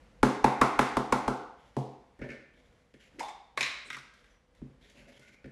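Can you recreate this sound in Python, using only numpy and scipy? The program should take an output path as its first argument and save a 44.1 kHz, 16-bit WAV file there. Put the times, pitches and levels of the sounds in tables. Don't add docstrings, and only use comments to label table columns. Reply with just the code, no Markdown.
import sys
import numpy as np
from scipy import signal
from scipy.fft import rfft, irfft, next_fast_len
from scipy.io import wavfile
from scipy.ndimage import map_coordinates

SR = 44100
rng = np.random.default_rng(int(sys.argv[2]) if len(sys.argv) > 2 else 0)


def unload_wav(signal):
    wavfile.write(
        sys.argv[1],
        SR,
        np.round(np.clip(np.atleast_2d(signal).T, -1, 1) * 32767).astype(np.int16),
    )


def volts_from_db(level):
    exponent = np.asarray(level, float) / 20
    return 10 ** exponent


N = 243340
SPAN = 2 ** 15

# frequency in Hz, width in Hz, level in dB.
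WORKTOP_MODES = [(49.7, 20, -7), (131.9, 9.3, 6), (142.2, 13, 3), (212.7, 13, 4), (253.8, 11, 5),
                 (307.8, 26, 1), (250, 17, -3.5), (352, 24, -3.5), (423.7, 25, -0.5), (543.7, 46, -3)]
# frequency in Hz, width in Hz, level in dB.
JUG_MODES = [(574.4, 74, -1), (1464, 170, -5.5), (1777, 79, -0.5), (2154, 235, -1.5), (2410, 660, -8.5),
             (3220, 680, -18.5), (5400, 2200, -29.5)]
# start in seconds, length in seconds, rasp in dB,
# rumble over rasp in dB, hollow resonance in Hz.
STROKES = [(0.0, 0.29, -74, 4, 2800), (1.565, 0.51, -68, -2, 3170), (2.53, 0.39, -70, 0.5, 3320),
           (2.933, 0.021, -69.5, 13.5, 2830), (2.993, 0.09, -61.5, -9, 2910), (3.113, 0.077, -71, 5, 2800),
           (3.838, 0.066, -67, 5, 8070), (4.135, 0.213, -66, -1, 3320), (4.552, 0.043, -69, 3, 3566),
           (4.807, 0.115, -61, -6, 3400), (4.944, 0.18, -60, 3, 2600), (5.12, 0.06, -62, -5, 3200),
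           (5.186, 0.16, -61.5, 0.5, 2470), (5.354, 0.088, -75, -6, 2500)]


def along(points, hz):
    f, v = np.transpose(points)
    return np.interp(np.log(hz + 1), np.log(f + 1), v)


def unit(x):
    return x / np.sqrt(np.mean(x ** 2) + 1e-20)


def filtered(x, response):
    m = next_fast_len(x.shape[-1] + 8192)
    spectrum = rfft(x, m) * response(np.fft.rfftfreq(m, 1 / SR))
    return irfft(spectrum, m)[..., :x.shape[-1]]


def wobble(rate):
    knots = rng.standard_normal(int(N * rate / SR) + 4)
    return map_coordinates(knots, [np.arange(N) * rate / SR])


def hush():
    # frequency in Hz, density in dB per Hz.
    spectrum = [(12, -51.5), (25, 6.5), (52, 7), (90, -2.5), (200, -2.5), (420, -14.5), (493, -2),
                (570, -11.5), (1200, -17.5), (2100, -20.5), (4000, -29), (8000, -37), (12000, -43),
                (15500, -42.5)]
    # time in seconds, level in dB.
    course = [(0, -54.5), (0.222, -57), (1.6, -61.5), (2.8, -62), (3.4, -63), (4.1, -62.5), (4.45, -64),
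              (4.8, -60.5), (5.52, -61.5)]
    s, db = np.transpose(course)
    noise = unit(filtered(rng.standard_normal(N), lambda hz: volts_from_db(along(spectrum, hz))))
    return volts_from_db(np.interp(np.arange(N) / SR, s, db) + 1.4 * wobble(6)) * noise


def kitchen():
    # frequency in Hz, time to fall 60 dB in seconds.
    decay = [(60, 0.15), (250, 0.54), (1000, 0.7), (3000, 0.7), (6000, 0.6), (12000, 0.35)]
    hz, t, z = signal.stft(rng.standard_normal(SPAN), SR, nperseg=256)
    fading = z * volts_from_db(-60 * t / along(decay, hz)[:, None])
    tail = signal.istft(fading, SR, nperseg=256)[1][:SPAN]
    tail = tail * np.clip((np.arange(SPAN) / SR - .008) / 0.011, 0, 1)
    tail = filtered(tail, lambda f: (1j * f / (170 + 1j * f)) ** 2)
    return tail / np.linalg.norm(tail)


def ringing(force, modes, gains_db):
    def body(f):
        response = 0
        for k, ((centre, width, db), gain_db) in enumerate(zip(modes, gains_db)):
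            damping = 1j * f * width
            response = response + (-1) ** k * volts_from_db(db + gain_db) * damping / (centre ** 2 - f ** 2 + damping)
        return response
    ring = filtered(force, body)
    return ring / np.abs(ring).max()


def singing(rows, waver, rough_db):
    s, hz, db = np.transpose(rows)
    t = np.arange(N) / SR
    turns = np.cumsum(np.interp(t, s, hz) * (1 + waver * wobble(120))) / SR
    level_db = np.interp(t, s, db, -120, -120) + rough_db * wobble(180)
    tone = np.sin(2 * np.pi * turns) * volts_from_db(level_db)
    return tone + volts_from_db(-5) * signal.fftconvolve(tone, kitchen())[:N]


def squeals():
    # start in seconds, length in seconds, first frequency in Hz, last frequency in Hz, level in dB.
    slides = [
        (4.3, 0.09, 5900, 5870, -84),
        (5.04, 0.04, 1510, 1500, -71),
        (5.22, 0.07, 1500, 1495, -67),
        (5.21, 0.19, 2050, 2380, -67.5),
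    ]
    swell_s, faint_db = .03, 15
    total = 0
    for s, length, first, last, db in slides:
        end = s + length
        glide = [(s - swell_s, first, db - faint_db), (s, first, db),
                 (end, last, db), (end + swell_s, last, db - faint_db)]
        total = total + singing(glide, waver=.03, rough_db=4.5)
    return total


def strokes():
    bite_s, let_go_s, ease_db_per_s = .012, .015, 25.5
    start, length, rasp_db = np.transpose(STROKES)[:3, :, None]
    since = np.arange(0, N + 32, 32) / SR - start
    bite = np.clip(since / bite_s, 0, 1)
    release = np.clip((length - since) / let_go_s + 1, 0, 1)
    return bite * release * volts_from_db(rasp_db - ease_db_per_s * np.clip(since, 0, 1)), since


def rubbing():
    # frequency in Hz, density in dB per Hz.
    rasp_spectrum = [(530, -53), (900, -18), (1350, -17.5), (1470, -7.5), (1670, -5.5), (2200, -2),
                     (2540, -10.5), (7490, -18.5), (8240, -31.5), (10700, -22.5), (15500, -35.5)]
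    pressure, since = strokes()
    start, _, _, rumble_db, hollow_hz = np.transpose(STROKES)
    share = volts_from_db(-42 * np.clip(since, 0, 1))
    grains = rng.standard_normal((3, N)) * volts_from_db(2.8 * wobble(45) + 1.1 * wobble(400))
    hiss = unit(filtered(grains[0], lambda hz: volts_from_db(along(rasp_spectrum, hz))))

    hz, t, z = signal.stft(grains[1], SR, nperseg=512)
    current = np.maximum(np.searchsorted(start, t) - 1, 0)
    detune = (hz[:, None] / hollow_hz[current] - 1) / .13
    hollow = unit(signal.istft(z / (1 + detune ** 2), SR, nperseg=512)[1][:N])

    def full(slow):
        return np.interp(np.arange(N), 32 * np.arange(len(slow)), slow)

    edge = pressure / np.sqrt(1 + share ** 2)
    rasp = full(edge.sum(0)) * hiss + full((edge * share).sum(0)) * hollow
    plate = unit(ringing(grains[2], WORKTOP_MODES, np.zeros(len(WORKTOP_MODES))))
    wall = unit(ringing(grains[2], JUG_MODES[:1], [0]))
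    rumble = unit(plate + 0.7 * wall)
    near = rasp + full(volts_from_db(rumble_db) @ pressure) * volts_from_db(3 * wobble(18)) * rumble
    return near + volts_from_db(-8.0) * signal.fftconvolve(near, kitchen())[:N]


def contacts(events, modes, soft_s, rattle, rattle_t60, slap_db, sub_db, deep_db, room_db):
    # frequency in Hz, width in Hz, level in dB.
    click_modes = [(3000, 3300, 3), (6360, 12000, -6)]
    out = np.zeros(N + SPAN)
    t = np.arange(SPAN // 2) / SR
    octaves = np.log2(np.transpose(modes)[0] / 1000)
    place_db = [sub_db, deep_db, deep_db] + [0] * len(WORKTOP_MODES[3:])
    push = -t / soft_s * np.exp(1 - t / soft_s)
    slap = -volts_from_db(slap_db) * np.sin(t / soft_s / 0.99) * np.exp(1 - t / soft_s / 1.7)
    walls = kitchen()
    for s, db, thump_db, click_db, tilt_db in events:
        bounces = rattle * volts_from_db(-60 * t / rattle_t60) * rng.standard_normal(len(t))
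        chatter = np.convolve(bounces, push[:64])[:len(t)]
        gains_db = (tilt_db + 5.5) * octaves + 1.8 * rng.standard_normal(len(modes))
        grit_decay = volts_from_db(-60 * t / 0.0055) + 2.2 * volts_from_db(-60 * t / 0.061)
        grit = ringing(rng.standard_normal(len(t)) * grit_decay, click_modes, [0, 0])
        plate_db = place_db + 0.72 * rng.standard_normal(len(WORKTOP_MODES))
        thump = volts_from_db(thump_db + 6) * ringing(push, WORKTOP_MODES, plate_db)

        direct = ringing(push + chatter, modes, gains_db) + volts_from_db(click_db + 7) * grit + thump + slap
        radiated = ringing(push, modes, gains_db) + 0.79 * thump
        click = volts_from_db(click_db + 15.5) * ringing(t == 0, click_modes, [0, 0])
        wet = 0.81 * signal.fftconvolve(radiated, walls)
        wet += signal.fftconvolve(0.39 * radiated + click, kitchen())

        first = round(s * SR)
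        out[first:][:SPAN] += volts_from_db(db + 2 + room_db) * wet[:SPAN]
        out[first:][:len(t)] += volts_from_db(db + 0.5) * direct
    return out[:N]


def lid_lifting():
    # time in seconds, frequency in Hz, level in dB.
    gap = [
        (3.145, 280.2, -58.5),
        (3.181, 327, -54),
        (3.189, 400, -38.5),
        (3.203, 638, -53),
        (3.209, 865, -28.5),
        (3.216, 850, -44),
    ]
    return singing(gap, waver=.12, rough_db=4)


def popping():
    # start in seconds, level in dB, thump in dB, click in dB, tilt in dB per octave.
    pops = [
        (3.209, -25.5, -63, -21.5, -18),
        (3.229, -33, -76, -18, 3),
    ]
    # frequency in Hz, width in Hz, level in dB.
    open_cup = [(400, 330, -29), (814, 62, 9.5), (1110, 150, 3), (2110, 470, -9.5), (3580, 105, -3.5)]
    pop = contacts(pops, open_cup, soft_s=0.0001, rattle=0.16, rattle_t60=0.066,
                   slap_db=-27, sub_db=-12.0, deep_db=-4, room_db=1.8)
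    return pop + lid_lifting()


def lid_handling():
    # start in seconds, level in dB, thump in dB, click in dB,
    # tilt in dB per octave. First the rim peels off the cup.
    peels = [
        (3.187, -44.5, -6, -21, -18),
        (3.1944, -33, -15, -9.5, -8.5),
        (3.2008, -36.5, -18, -11.5, -4.5),
        (3.2832, -39, -25, -16, -6.5),
    ]
    # start in seconds, then level, thump and click in dB, tilt in dB per octave.
    hits = [
        (3.5708, -46, -34.5, -31.5, 0.5),
        (3.5753, -18, -29, -16, -6),
        (3.6083, -14.5, -28.5, -17.5, 1.5),
    ]
    # start in seconds, then level, thump and click in dB, tilt in dB per octave.
    rocks = [
        (3.6285, -18, -51.5, -45, 0.87),
        (3.662, -26.5, -44, -33, -1),
    ]
    # start in seconds, then level, thump and click in dB, tilt in dB per octave.
    nudges = [
        (3.902, -27, -30, -16, -0.5),
        (3.9295, -29.5, -29.5, -21, -1),
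        (3.9457, -30, -28, -28, 0.5),
        (3.9673, -33.5, -20.5, -15.5, -12),
        (3.9851, -41, -23, -21.5, 5),
        (4.1377, -59, -18, -0.5, 2),
        (4.1942, -67.5, -12, -19, 16),
        (4.2415, -50, -27, -16, -6),
        (4.5494, -62.5, -14, -4, -5),
    ]
    # frequency in Hz, width in Hz, level in dB.
    rim = [(1370, 540, -4.5), (2200, 250, 7), (3720, 220, -7), (4950, 240, 1), (7350, 2000, 1.5)]
    # frequency in Hz, width in Hz, level in dB.
    free = [(603, 195, -5), (1095, 91, -3), (1830, 830, -4.5), (2415, 490, -1.5), (3950, 310, -10.5),
            (5360, 570, -18), (6930, 1100, -24)]
    # frequency in Hz, width in Hz, level in dB.
    held = [(1180, 400, -3), (1640, 125, 1.5), (1833, 220, 1.5), (2090, 620, 0), (3650, 310, -6),
            (5540, 640, -14.5)]
    lid = contacts(peels, rim, soft_s=.00004, rattle=0.57, rattle_t60=0.13,
                   slap_db=-26, sub_db=-21, deep_db=-10, room_db=-4.5)
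    lid += contacts(hits, free, soft_s=.00004, rattle=0.18, rattle_t60=0.072,
                    slap_db=-7, sub_db=-23, deep_db=5.0, room_db=-1.5)
    lid += contacts(rocks, free, soft_s=.00004, rattle=0.2, rattle_t60=0.079,
                    slap_db=-10, sub_db=-18, deep_db=9.5, room_db=5.5)
    lid += contacts(nudges, held, soft_s=.00005, rattle=0.39, rattle_t60=0.074,
                    slap_db=-10.5, sub_db=-21, deep_db=5, room_db=-2.5)
    return lid


def jug_knocks():
    # start in seconds, then level, thump and click in dB, tilt in dB per octave.
    hits = [
        (2.191, -47.5, 0.5, -19, -6),
        (2.216, -36, 0.5, -39, -0.5),
        (2.241, -41.5, -6.5, -22, -20),
        (2.289, -38.5, -5, -27, 0),
        (2.302, -37.5, -10.5, -40, 3),
        (2.317, -42.5, -43, -22, -6),
    ]
    # start in seconds, then level, thump and click in dB, tilt in dB per octave.
    ticks = [
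        (2.94, -51.5, -0.5, -12.5, 2.5),
        (4.899, -59.5, -5.5, 2, 15),
        (5.195, -55, -8, -3, -9),
        (5.443, -45.5, 1, -36, 2),
        (5.458, -49, 5.5, -17, 4),
    ]
    # start in seconds, then level, thump and click in dB, tilt in dB per octave.
    bumps = [
        (2.214, -36, -8.5, -37, 3),
        (4.618, -38.5, 0.5, -45, 6),
        (4.654, -50.5, -0.5, -44, -11),
        (4.699, -49.5, -3.5, -43, -12),
    ]
    # frequency in Hz, width in Hz, level in dB.
    foot = [(153, 170, 0.46), (280, 160, -2)]
    jug = contacts(hits, JUG_MODES, soft_s=.00006, rattle=0.23, rattle_t60=0.14,
                   slap_db=-34, sub_db=8.5, deep_db=4.5, room_db=2.5)
    jug += contacts(ticks, JUG_MODES, soft_s=.00006, rattle=0.12, rattle_t60=0.073,
                    slap_db=-20, sub_db=9.0, deep_db=2.5, room_db=-1)
    jug += contacts(bumps, foot, soft_s=0.00067, rattle=0.27, rattle_t60=0.1,
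                    slap_db=0.5, sub_db=0.5, deep_db=-0.5, room_db=-8)
    return jug


def cup_taps():
    # start in seconds, level in dB, thump in dB, click in dB, tilt in dB per octave.
    taps = [
        (0.23, -8, -5.5, -19, -3),
        (0.443, -5, -13, -25.5, -2.5),
        (0.614, -5.5, -13.5, -22, -2.5),
        (0.791, -6.5, -14, -20, -1),
        (0.969, -12, -11, -23.5, -5.5),
        (1.124, -9, -14, -21.5, -4.5),
        (1.279, -12, -11.5, -25, -7),
    ]
    # start in seconds, level in dB, thump in dB, click in dB, tilt in dB per octave.
    set_down = [
        (1.767, -20.5, -4, -24.5, -12),
    ]
    # frequency in Hz, width in Hz, level in dB.
    shell = [(498, 110, -4), (600, 46, -7), (688.3, 49, -0.5), (850, 110, 0.5), (1075, 190, -3.5),
             (1433, 200, -6), (1630, 110, -9), (2135, 500, -11.5), (2760, 250, -19.5), (3660, 470, -20)]
    cup = contacts(taps, shell, soft_s=0.00012, rattle=0.14, rattle_t60=0.048,
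                   slap_db=-7.5, sub_db=2.5, deep_db=-2, room_db=-3.0)
    cup += contacts(set_down, shell[:5], soft_s=0.000067, rattle=0.063, rattle_t60=0.057,
                    slap_db=-12, sub_db=-11.5, deep_db=8.5, room_db=-2.0)
    return cup


def scene():
    background = hush()
    friction = rubbing() + squeals()
    blows = popping() + lid_handling() + jug_knocks() + cup_taps()
    return (background + friction + blows)[None]


def low_pass(x):
    return signal.sosfilt(signal.butter(12, 15640, fs=SR, output="sos"), x)


def record(dry):
    # frequency in Hz, gain in dB.
    microphone = [(20, -25.5), (45, -3), (70, -4.5), (8000, -1), (11000, -1), (13000, -9.5), (15500, -26.5)]
    heard = filtered(dry, lambda hz: volts_from_db(along(microphone, hz)))
    return low_pass(heard)


dry = scene()
out = record(dry)
unload_wav(out)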